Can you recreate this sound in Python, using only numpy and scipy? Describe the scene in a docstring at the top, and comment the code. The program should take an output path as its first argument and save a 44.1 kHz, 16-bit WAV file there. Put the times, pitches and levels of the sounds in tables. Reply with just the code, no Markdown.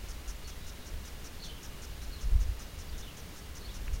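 """Impact sprinkler on a lawn

Five times a second the sprinkler's swing arm cuts the jet and throws a short sizzling burst.
Spray hisses steadily onto the grass, with a thin whistle and a low hum from the rig. Small birds
chirp far off in the hedge, something ticks once, and a breeze buffets the microphone over a
distant rumble."""
import sys
import numpy as np
from scipy import signal
from scipy.fft import rfft, irfft, next_fast_len
from scipy.io import wavfile
from scipy.ndimage import uniform_filter1d, map_coordinates

SR = 44100
rng = np.random.default_rng(int(sys.argv[2]) if len(sys.argv) > 2 else 0)


def generate_wav(signal):
    """Clip the signal to [-1, 1] and save it as 16-bit WAV at the path in sys.argv[1]."""
    frames = np.transpose(np.atleast_2d(signal))
    scaled = np.clip(frames, -1, 1) * 32767
    pcm = np.round(scaled).astype(np.int16)
    wavfile.write(sys.argv[1], SR, pcm)


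N = 176400
TIME = np.arange(N) / SR


def amp(db):
    """Decibels to gain."""
    return 10 ** (np.asarray(db) / 20)


def unit(x):
    """Scale to rms 1."""
    return x / np.sqrt(np.mean(x ** 2) + 1e-20)


def wobble(rate):
    """A smooth random curve, rate knots a second."""
    return map_coordinates(rng.standard_normal(N // 16), [TIME * rate], mode="wrap")


def filtered(x, gain):
    """Equalise x with a gain that is a function of frequency in Hz."""
    size = next_fast_len(N + 8192)
    return irfft(rfft(x, size) * gain(np.fft.rfftfreq(size, 1 / SR)), size)[:N]


def noise(spectrum):
    """Noise of rms 1 coloured by (frequency [Hz], level [dB]) points."""
    points_hz, db = np.transpose(spectrum)
    white = rng.standard_normal(N)
    return unit(filtered(white, lambda hz: amp(np.interp(np.log(hz + 1), np.log(points_hz), db))))


def band(centre_hz, width_hz):
    """Noise of rms 1 in one steep-sided band."""
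    white = rng.standard_normal(N)
    return unit(filtered(white, lambda hz: 1 / np.sqrt(1 + ((hz - centre_hz) * 2 / width_hz) ** 6)))


def gate(t, length_s, ramp_s=0.0045):
    """Attack, hold and release of one cut through the jet."""
    return np.clip(t / ramp_s, 0, 1) * np.clip((length_s - t) / ramp_s, 0, 1)


def hedge_echo(x, wet_db, t60_s=0.42):
    """The diffuse echo of hedge and trees, without the direct sound."""
    t = TIME[:SR // 2]
    tail = rng.standard_normal(len(t)) * np.exp(-np.log(1000) * t / t60_s)
    return amp(wet_db) * signal.fftconvolve(x, tail / np.linalg.norm(tail))[:N]


def swing_arm():
    """Each cut through the jet throws a broad splash and a sizzle that sinks as the arm digs in."""
    # the arm cuts the jet (time [s], level [dB])
    cuts = [(.083, -52), (0.275, -50.5), (0.469, -52.4), (.664, -53.5), (.855, -54.6), (1.049, -53.5),
            (1.240, -52.5), (1.434, -52.5), (1.626, -53), (1.818, -52.5), (2.013, -55.8), (2.206, -54.5),
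            (2.400, -54.5), (2.591, -53.4), (2.783, -54.5), (2.976, -53.5), (3.166, -55), (3.358, -56.2),
            (3.548, -53.5), (3.739, -53.7), (3.930, -54.1)]
    # tone colour of the splash (frequency [Hz], level [dB])
    splash_colour = [(500, -31), (1300, 10), (2200, 0), (4200, 0.5), (6500, 2.5), (7800, 0), (8800, 4.5),
                     (10500, -1.5), (13000, -7.5), (16000, -6)]
    sink_s = 0.0385
    early, late = band(6160, width_hz=1700), band(5680, width_hz=1270)
    splash = noise(splash_colour)
    bursts = np.zeros(N)
    for start, db in cuts:
        t = TIME - start
        depth = np.clip(t / sink_s, 0, 1) ** 1.8
        sizzle = np.sqrt(1 - depth) * early + np.sqrt(depth) * late  # equal-power crossfade
        bursts += amp(db - 0.1) * gate(t, length_s=0.043) * sizzle
        bursts += amp(db - 3) * gate(t, length_s=0.041) * splash
    bursts *= amp(0.5 * wobble(250))  # slight sputter
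    return bursts + hedge_echo(bursts, wet_db=-13)


def spray():
    """The jet and countless far drops merge into an even hiss."""
    # tone colour of the hiss (frequency [Hz], level [dB])
    hiss_colour = [(150, -3), (250, 2.5), (400, 1.5), (520, 0.64), (700, -3), (1000, -3.5), (1600, -5),
                   (2300, -5.5), (3000, -6), (4300, -7.5), (5300, -9.5), (7000, -11), (7800, -15),
                   (8800, -13.5), (11000, -15), (15800, -15)]
    level_db = -51 + 0.067 * wobble(5.97) + 0.42 * wobble(60)
    return amp(level_db) * noise(hiss_colour)


def rig_tones():
    """The faint wavering hum of the running rig and its one thin whistle."""
    # partials of the hum (frequency [Hz], level [dB], pitch waver [Hz])
    hum = [(428.5, -70, 6.02), (1660, -75, 3.1), (1992, -75.5, 1.9), (2204, -77.5, 6.1)]
    whistle = (2846, -69.5, 4.04)
    out = np.zeros(N)
    for hz, db, waver_hz in [*hum, whistle]:
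        level = amp(db + wobble(14))  # flutters by about 1 dB
        pitch_hz = hz + waver_hz * wobble(40)
        out += np.sqrt(2) * level * np.sin(2 * np.pi * np.cumsum(pitch_hz) / SR)
    return out


def birds():
    """Small far birds sing short, rough, gliding notes, smeared by the trees."""
    # bird notes (time [s], length [s], start pitch [Hz], end pitch [Hz], level [dB])
    chirps = [(0.439, .033, 4290, 4480, -53.5), (0.487, 0.055, 3600, 3320, -59),
              (0.602, 0.064, 3670, 3950, -59), (0.792, 0.063, 3800, 3790, -59.5),
              (1.035, .03, 3750, 3750, -61), (1.395, 0.018, 4450, 4170, -53),
              (1.414, 0.044, 4510, 4040, -47), (1.433, 0.046, 3680, 3270, -50.5),
              (1.476, 0.019, 4600, 4180, -57), (1.477, 0.056, 3130, 2995, -51),
              (1.532, 0.066, 3140, 3170, -60), (1.99, 0.056, 3800, 4290, -60),
              (2.111, 0.063, 4370, 4080, -52), (2.173, 0.037, 4480, 2600, -56),
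              (2.885, .022, 4700, 4500, -56), (2.928, 0.037, 3400, 3950, -59),
              (3.016, 0.041, 3610, 3400, -54), (3.058, 0.054, 3120, 3000, -53.5),
              (3.099, 0.024, 2750, 2570, -56), (3.605, 0.028, 4220, 4350, -57),
              (3.643, .03, 4220, 4420, -51), (3.683, .022, 3200, 3600, -52.5),
              (3.697, 0.027, 4590, 2940, -55)]
    arch_hz, warble_hz = 40, 190
    notes = np.zeros(N)
    for start, length, start_hz, end_hz, db in chirps:
        progress = np.clip((TIME - start) / length, 0, 1)
        arch = np.abs(np.sin(np.pi * progress))  # swells the note and bends it up in the middle
        glide_hz = start_hz + (end_hz - start_hz) * progress
        pitch_hz = glide_hz + arch_hz * (arch - 0.5) + warble_hz * wobble(600)
        notes += amp(db) * arch * np.sqrt(2) * np.sin(2 * np.pi * np.cumsum(pitch_hz) / SR)
    return notes + hedge_echo(notes, wet_db=-4.5)


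def tick():
    """Three quick dry contacts close to the microphone blend into one small rattling tick."""
    # ringing contacts (time [s], pitch [Hz], level [dB])
    contacts = [(3.8788, 2480, -33), (3.8802, 1770, -35.5), (3.881, 2170, -28.5)]
    rise_s, t60_s = 0.00018, 0.0046
    out = np.zeros(N)
    for start, hz, db in contacts:
        t = np.maximum(TIME - start, 0)
        envelope = (1 - np.exp(-t / rise_s)) * np.exp(-np.log(1000) * t / t60_s)
        out += amp(db) * envelope * np.sin(2 * np.pi * hz * t)
    return out


def breeze():
    """Puffs of air buffet the microphone with deep eddies."""
    # strength of the breeze (time [s], level [dB])
    puffs = [(0, -44), (.22, -46.5), (.295, -37), (.38, -45.5), (.66, -43.5), (.85, -51), (.95, -35),
             (1.05, -51), (1.75, -51), (2.07, -39.5), (2.22, -47), (2.26, -19.5), (2.295, -36.5),
             (2.335, -17), (2.43, -31), (2.49, -27), (2.55, -42.5), (2.85, -50.5), (2.94, -36.5),
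             (3.1, -57), (3.52, -46.5), (3.82, -38.5), (3.945, -30), (4, -43)]
    # tone colour of the buffeting (frequency [Hz], level [dB])
    buffet_colour = [(10, -6.5), (25, 1.5), (38, -1), (58, -1.5), (85, -8), (120, -23), (200, -46),
                     (500, -78), (2000, -120)]
    eddies = noise(buffet_colour)
    eddies /= np.sqrt(uniform_filter1d(eddies ** 2, size=4000) + 0.018)  # even out the random swells
    return amp(np.interp(TIME, *np.transpose(puffs))) * eddies


def distant_rumble():
    """A steady, low outdoor bed."""
    # tone colour of the rumble (frequency [Hz], level [dB])
    rumble_colour = [(20, 0.5), (32, -1), (48, -4), (72, -0.5), (100, -12.5), (140, -10), (200, -14),
                     (300, -24), (600, -46.5)]
    return amp(-46) * noise(rumble_colour)


def scene():
    """The sprinkler and the garden around it, in mono."""
    return (swing_arm() + spray() + rig_tones() + birds() + tick() + breeze() + distant_rumble())[None]


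def record(dry):
    """A brick-wall low-pass takes off the very top of the treble."""
    return filtered(dry[0], lambda hz: hz < 15900)[None]


dry = scene()
out = record(dry)
generate_wav(out)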